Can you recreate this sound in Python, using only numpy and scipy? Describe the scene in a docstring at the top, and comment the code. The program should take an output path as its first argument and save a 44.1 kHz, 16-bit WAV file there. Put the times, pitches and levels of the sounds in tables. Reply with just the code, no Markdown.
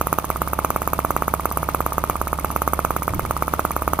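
"""A small brass four-stroke model engine runs at about 17 cycles a second on a wooden base,
close to a stereo pair of microphones and a little to their right, in a small room that answers faintly.
Most cycles fire and pop from the exhaust stub with a sharp hiss; the others miss and gulp air back in.
Valve gear ticks and clacks in every cycle, and piston and flywheel shake the base over a soft whirr.
Just after three seconds come a few dull bumps and a low rumble."""
import sys
import numpy as np
from scipy import signal
from scipy.fft import rfft, irfft
from scipy.io import wavfile
from scipy.ndimage import map_coordinates

SR = 44100
rng = np.random.default_rng(int(sys.argv[2]) if len(sys.argv) > 2 else 0)


def wrap_up_sound(samples):
    """Save the sound to the file named by the first command line argument, as 16-bit audio."""
    columns = np.atleast_2d(samples).T
    # keep every value between -1 and 1, then stretch to whole-number steps
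    tamed = np.clip(columns, -1, 1)
    steps = np.round(tamed * 32767).astype(np.int16)
    wavfile.write(sys.argv[1], SR, steps)


N = 176400
TIME = np.arange(N) / SR

# whirr of gears, flywheel and room: f/Hz, relative density/dB
WHIRR_SPECTRUM = [(20, -13), (35, 4), (80, 2), (120, -2), (180, 0), (400, -5.5), (650, -4), (770, -9.5),
                  (870, -4), (1220, -5), (1600, -16), (3300, -19), (5600, -24), (6250, -21), (6700, -27),
                  (7800, -26), (8700, -19.5), (11300, -19), (13000, -22.5), (15200, -22), (16500, -36)]
# background at the two microphones: f/Hz, correlation, left minus right/dB
BACKGROUND_STEREO = [(100, .8, -2), (1000, .6, -3), (2200, .25, 2), (5000, 0, 1), (12000, -.2, 0)]
# low rumble around the bumps: f/Hz, relative density/dB
RUMBLE_SPECTRUM = [(25, -4), (170, 0), (380, -10), (900, -40)]
# its swell and fade: t/s, level/dB
RUMBLE_LEVEL = [(3.08, -50), (3.15, -26), (3.25, -32), (3.42, -48)]
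# dull bumps: t/s, level/dB, f/Hz
BUMPS = [(3.099, -17, 92), (3.141, -20, 80), (3.149, -20, 178), (3.229, -21, 55)]
# shaking of the base: multiple of the cycle rate, level/dB relative to the strongest shake
SHAKE_ORDERS = [(2, -15), (3, -14), (5, -18), (6, -13), (9, -10), (10, -15), (17, -18)]

# resonances of the wooden base and the metal contacts: f/Hz, width/Hz, relative level/dB
BASE_PEAKS = [(650, 40, 2), (775, 50, -14), (885, 45, 2.5)]
TICK_PEAKS = [(4500, 900, -9), (8600, 1100, 0), (11400, 1600, -3), (15000, 1200, -4)]
CLACK_PEAKS = [(1250, 400, 1), (2240, 150, 10), (8000, 2200, -4), (11100, 1000, -1), (13800, 2200, -1.5)]
KNOCK_PEAKS = [(1200, 200, 7), (8000, 3500, -9), (11300, 900, -4)]
CLATTER_PEAKS = [(1900, 500, -2), (2560, 450, 0)]
# resonances that rushing gas excites: f/Hz, width/Hz, relative level/dB
JET_PEAKS = [(2590, 450, -13), (6230, 280, -8), (8800, 2600, -17), (11300, 650, 0), (13800, 1000, -1.5),
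             (15150, 400, -5)]
LEAK_PEAKS = [(13700, 800, 0), (14850, 500, -3)]
INTAKE_PEAKS = [(6200, 400, -10), (10950, 750, 0), (13700, 1200, 0)]
# overtones of the pipe, and a treble peak at the right microphone: f/Hz, width/Hz, relative level/dB
BITE_PEAKS, RIGHT_MIC_PEAK = [(1960, 260, -1), (2590, 240, 0)], [(11200, 900, 0)]

# bursts in a cycle: delay from the valve opening/s, rise/s, t60/s, level/dB, left minus right/dB
BASE_RING = (.006, .003, .25, -39.5, -3.5)     # the stroke keeps the wooden base ringing
TICK = (-.0095, .0002, .005, -27.5, 2)         # ignition contact
CLACK = (.0098, .0003, .009, -28.5, -1)        # the valve seats
REBOUND = (.012, .0003, .009, -29.5, -1)       # the rocker lands
KNOCK = (.025, .0004, .014, -35.5, -1)         # play in the rod
CLATTER = (.003, .004, .15, -43.5, 0)          # the linkage chatters through the stroke
VALVE_RATTLE = (.0003, .0012, .01, -26.5, -2)
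JET = (-.0002, .0007, .019, 2, -1.5)           # level adds to each firing's jet level
LEAK = (-.0033, .0003, .005, -24, 3)           # gas slips past the lifting valve
INTAKE_FIRED = (.005, .003, .022, -33, -1)
INTAKE_MISSED = (.0045, .0045, .02, -23, -1)

# the exhaust valve opens after a firing: t/s, relative pop level/dB, relative jet level/dB
FIRINGS = [(0.0121, -5.8, -17.4), (0.0698, -8.4, -18.7), (0.1275, -4.1, -15.7), (0.1856, -4.5, -16.5),
           (0.3019, -5.9, -17.8), (0.4176, -5.6, -17.3), (0.5325, -8.0, -17.4), (0.5894, -5.6, -19.8),
           (0.6469, -4.5, -15.9), (0.704, -6.5, -17.3), (0.7612, -5.3, -17.9), (0.8183, -10.1, -19.3),
           (0.8753, -6.8, -18.5), (0.9328, -6.2, -14.7), (0.9902, -5.5, -19.3), (1.0481, -5.2, -20.1),
           (1.1058, -5.4, -15.3), (1.1641, -4.3, -16.4), (1.2221, -5.4, -17.8), (1.2803, -6.0, -18.7),
           (1.3383, -3.9, -17.9), (1.4553, -4.7, -18.2), (1.5721, -6.5, -17.1), (1.6298, -9.5, -20.9),
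           (1.6883, -6.4, -20.7), (1.7466, -5.5, -17.0), (1.8049, -6.0, -19.2), (1.8632, -6.2, -18.1),
           (1.981, -4.7, -18.8), (2.039, -6.4, -18.8), (2.0977, -5.0, -16.8), (2.214, -6.7, -19.3),
           (2.3298, -6.6, -20.6), (2.4458, -6.7, -17.5), (2.5615, -5.1, -18.1), (2.6187, -6.5, -16.2),
           (2.6765, -4.0, -17.7), (2.7336, -4.9, -14.9), (2.7912, -5.3, -19.6), (2.8485, -4.3, -16.0),
           (2.9062, -5.9, -19.4), (2.9638, -7.1, -17.3), (3.0793, -5.7, -18.8), (3.1942, -8.0, -19.0),
           (3.3088, -6.2, -18.5), (3.4233, -4.7, -18.8), (3.4799, -8.8, -20.3), (3.5371, -4.6, -18.0),
           (3.5935, -4.5, -16.7), (3.6505, -4.9, -17.5), (3.7644, -6.4, -20.0), (3.8207, -10.1, -20.9),
           (3.8775, -4.2, -18.1), (3.9336, -5.2, -14.4), (3.9902, -5.1, -18.9)]
# it opens on a cycle that did not fire: t/s, relative gulp level/dB
MISSES = [(0.2433, -11.1), (0.3593, -10.4), (0.4745, -10.3), (1.3962, -10.5), (1.5131, -10.1),
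          (1.9216, -10.2), (2.1553, -9.4), (2.2713, -9.7), (2.3872, -10.6), (2.5031, -10.8),
          (3.0211, -10.5), (3.1362, -9.9), (3.2509, -10.4), (3.3655, -9.8), (3.707, -9.9)]
# pipe ring, outward shove, rebound and low thud of hot gas: f/Hz, signed height, t60/s
POP_MODES = [(1245, 1.3, .0108), (420, 4.75, .001), (245, -1.0, .004), (155, -.15, .025)]
# cool air sucked into the pipe: f/Hz, signed height, t60/s
GULP_MODES = [(1215, -.8, .017), (1082, -.52, .008), (179, .2, .025)]

WHIRR_DB, WHIRR_FLUTTER_DB = -35.2, 2.2
SHAKE_DB, SHAKE_LAG_S, SHAKE_WAVER = -32.4, .0085, .35
BURST_SPREAD_DB, BURST_JITTER_S, BURST_LOG_STRETCH = 2.1, .0003, .35   # change from cycle to cycle
BURST_GRAIN_DB, BURST_GRAIN_HZ = 3.5, 1500   # sputter within a burst
VALVE_SOFT_HZ, PIPE_PITCH_SPREAD = 1350, .02   # rounding of the pressure edge; spread between cycles
POP_PAN_DB, BASS_PAN_DB = -4, -2.5   # left minus right


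def from_db(db):
    """Decibels to gain."""
    return 10 ** (np.asarray(db) / 20)


def unit_rms(x):
    """Scale to unit rms."""
    return x / np.sqrt(np.mean(x ** 2) + 1e-20)


def pan(db):
    """Gains at the two microphones for a left-minus-right level."""
    return from_db(np.array([[.5], [-.5]]) * db)


def decay(t, t60):
    """Exponential fall of 60 dB in t60 seconds."""
    return np.exp(-np.log(1000) * t / t60)


def drift(hz):
    """Random motion of unit rms, with hz new values a second."""
    knots = rng.standard_normal(int(hz * N / SR) + 3)
    return unit_rms(np.interp(TIME * hz, np.arange(len(knots)), knots))


def resonate(x, peaks):
    """Parallel resonances of alternating sign; white noise keeps about its power."""
    out, power = 0, 0
    for k, (hz, width, db) in enumerate(peaks):
        radius = np.exp(-np.pi * width / SR)
        gain = from_db(db) * (-1) ** k
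        scale = (1 - radius ** 2) / 2
        poles = [1, -2 * radius * np.cos(2 * np.pi * hz / SR), radius ** 2]
        out = out + gain * signal.lfilter([scale, 0, -scale], poles, x + 1e-18)
        power += gain ** 2 * scale
    return out / np.sqrt(power)


def stereo_noise(correlation):
    """White noise, partly shared by the two microphones."""
    mid, side = rng.standard_normal((2, N))
    return np.sqrt((1 + correlation) / 2) * mid + np.sqrt((1 - correlation) / 2) * np.array([side, -side])


def coloured_noise(spectrum):
    """Stereo noise with this spectrum, narrow in the bass and wide in the treble."""
    log_hz = np.log(np.arange(N // 2 + 1) * SR / N + 1)
    def curves(table):
        hz, *columns = np.transpose(table)
        return [np.interp(log_hz, np.log(hz), column) for column in columns]
    density_db, = curves(spectrum)
    correlation, pan_db = curves(BACKGROUND_STEREO)
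    mid, side = rfft(rng.standard_normal((2, N)))
    both = np.sqrt(1 + correlation) * mid + np.sqrt(1 - correlation) * np.array([side, -side])
    return unit_rms(irfft(both * from_db(density_db) * pan(pan_db), N))


def bursts(times, shape, peaks, levels_db=None):
    """A grainy rush of gas or a contact at the same point of each cycle, now a snap, now a scuff."""
    delay, rise, t60, db, pan_db = shape
    level_draw, time_draw, length_draw = rng.standard_normal((len(times), 3)).T
    if levels_db is None:
        levels_db = BURST_SPREAD_DB * level_draw
    onsets = times + delay + BURST_JITTER_S * time_draw
    stretches = np.exp(BURST_LOG_STRETCH * np.tanh(length_draw))
    envelope = np.zeros(N)
    for onset, own_db, stretch in zip(onsets, levels_db, stretches):
        start = max(int(onset * SR), 0)
        span = slice(start, start + SR // 20)
        t = (TIME[span] - onset) / stretch
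        height = from_db(db + own_db) / np.sqrt(stretch)
        envelope[span] += height * np.clip(t / rise, 0, 1) * decay(np.maximum(t - rise, 0), t60)
    grain = unit_rms(from_db(BURST_GRAIN_DB * np.tanh(drift(BURST_GRAIN_HZ))))
    return resonate(envelope * grain * stereo_noise(correlation=.76), peaks) * pan(pan_db)


def background():
    """Gears, flywheel and room make a fluttering whirr; a low rumble swells once."""
    whirr = from_db(WHIRR_DB + WHIRR_FLUTTER_DB * drift(hz=300)) * coloured_noise(WHIRR_SPECTRUM)
    rumble_db = np.interp(TIME, *np.transpose(RUMBLE_LEVEL))
    return whirr + from_db(rumble_db) * coloured_noise(RUMBLE_SPECTRUM)


def room(x, t60=.3, db=-17, delay_s=.004):
    """The small room returns a diffuse tail, faint this close to the engine."""
    t = TIME[:SR // 2]
    tail = stereo_noise(correlation=.3)[:, :len(t)] * decay(t, t60) * (t > delay_s)
    tail /= np.sqrt(np.sum(tail ** 2) / 2)
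    return from_db(db) * signal.fftconvolve(x, tail, axes=1)[:, :N]


def bumps(rise_s=.007, t60=.15):
    """Dull bumps, just right of centre, that swell quickly and soon die."""
    out = np.zeros(N)
    for onset, db, hz in BUMPS:
        t = np.maximum(TIME - onset, 0)
        out += from_db(db) * np.minimum(t / rise_s, 1) * np.sin(2 * np.pi * hz * t) * decay(t, t60)
    return out * pan(BASS_PAN_DB)


def base_shake(cycles):
    """Piston and flywheel rock the base at multiples of the cycle rate, most of all twice a turn."""
    marks = np.r_[2 * cycles[0] - cycles[1], cycles, 2 * cycles[-1] - cycles[-2]]
    cycle_angle = 2 * np.pi * np.interp(TIME - SHAKE_LAG_S, marks, np.arange(len(marks)))
    crank_angle = 2 * cycle_angle
    out = np.cos(2 * crank_angle) * (1 + SHAKE_WAVER * drift(hz=10) / 2)
    for order, db in SHAKE_ORDERS:
        height = from_db(db) * (1 + SHAKE_WAVER * drift(hz=10))
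        phase = 2 * np.pi * rng.random() + SHAKE_WAVER * drift(hz=10)
        out += height * np.cos(order * cycle_angle + phase)
    return from_db(SHAKE_DB) * np.sqrt(2) * out * pan(BASS_PAN_DB)


def valve_gear(cycles, missed):
    """Metal parts strike in every cycle, and the valve rattles on a miss."""
    return (bursts(cycles, TICK, TICK_PEAKS)
            + bursts(cycles, CLACK, CLACK_PEAKS)
            + bursts(cycles, REBOUND, CLACK_PEAKS)
            + bursts(cycles, KNOCK, KNOCK_PEAKS)
            + bursts(cycles, CLATTER, CLATTER_PEAKS)
            + bursts(missed[:, 0], VALVE_RATTLE, KNOCK_PEAKS))


def gas_hiss(fired, missed):
    """Gas leaks, then jets out after each firing; the intake hisses, louder on a miss."""
    return (bursts(fired[:, 0], JET, JET_PEAKS, levels_db=fired[:, 2])
            + bursts(fired[:, 0], LEAK, LEAK_PEAKS)
            + bursts(fired[:, 0], INTAKE_FIRED, INTAKE_PEAKS)
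            + bursts(missed[:, 0], INTAKE_MISSED, INTAKE_PEAKS))


def pipe_ring(events, modes):
    """Each opening of the valve rings the exhaust stub, at a slightly different pitch."""
    out = np.zeros(N)
    pitches = 1 + PIPE_PITCH_SPREAD * rng.standard_normal(len(events))
    for (onset, db), pitch in zip(events, pitches):
        start = int(onset * SR)
        span = slice(start, start + SR // 20)
        t = np.maximum(TIME[span] - onset, 0)
        for hz, height, t60 in modes:
            out[span] += from_db(db) * height * np.sin(2 * np.pi * hz * pitch * t) * decay(t, t60)
    return signal.sosfilt(signal.butter(4, VALVE_SOFT_HZ, fs=SR, output="sos"), out)


def exhaust(fired, missed, bite_db=-18, wood_db=-30):
    """The stub pops and gulps; a strong pop steepens and rings its overtones, and the base answers."""
    pops = pipe_ring(fired[:, :2], POP_MODES) + pipe_ring(missed, GULP_MODES)
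    pops += from_db(bite_db) * resonate(np.gradient(pops ** 2), BITE_PEAKS)
    pops += from_db(wood_db) * resonate(pops, BASE_PEAKS)
    return pops * pan(POP_PAN_DB)


def scene(left_lag_s=.00005, right_peak_db=-20):
    """The engine stands close by, a little to the right, so it reaches the left microphone later."""
    fired, missed = np.array(FIRINGS), np.array(MISSES)
    cycles = np.sort(np.r_[fired[:, 0], missed[:, 0]])
    left, right = (exhaust(fired, missed) + gas_hiss(fired, missed) + valve_gear(cycles, missed)
                   + bursts(cycles, BASE_RING, BASE_PEAKS))
    left = map_coordinates(left, [(TIME - left_lag_s) * SR], order=3)
    right = right + from_db(right_peak_db) * resonate(right, RIGHT_MIC_PEAK)
    engine = np.array([left, right])
    return engine + room(engine) + base_shake(cycles) + bumps() + background()


def record(dry, roll_off_hz=15200, ceiling=.9, cutoff_hz=16500):
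    """After the microphones the top rolls off, peaks are rounded and the rest of the top is cut."""
    softened = signal.sosfilt(signal.butter(14, roll_off_hz, fs=SR, output="sos"), dry)
    rounded = softened / (1 + (softened / ceiling) ** 10) ** (1 / 10)
    return signal.sosfilt(signal.ellip(10, .2, 70, cutoff_hz, fs=SR, output="sos"), rounded)


dry = scene()
out = record(dry)
wrap_up_sound(out)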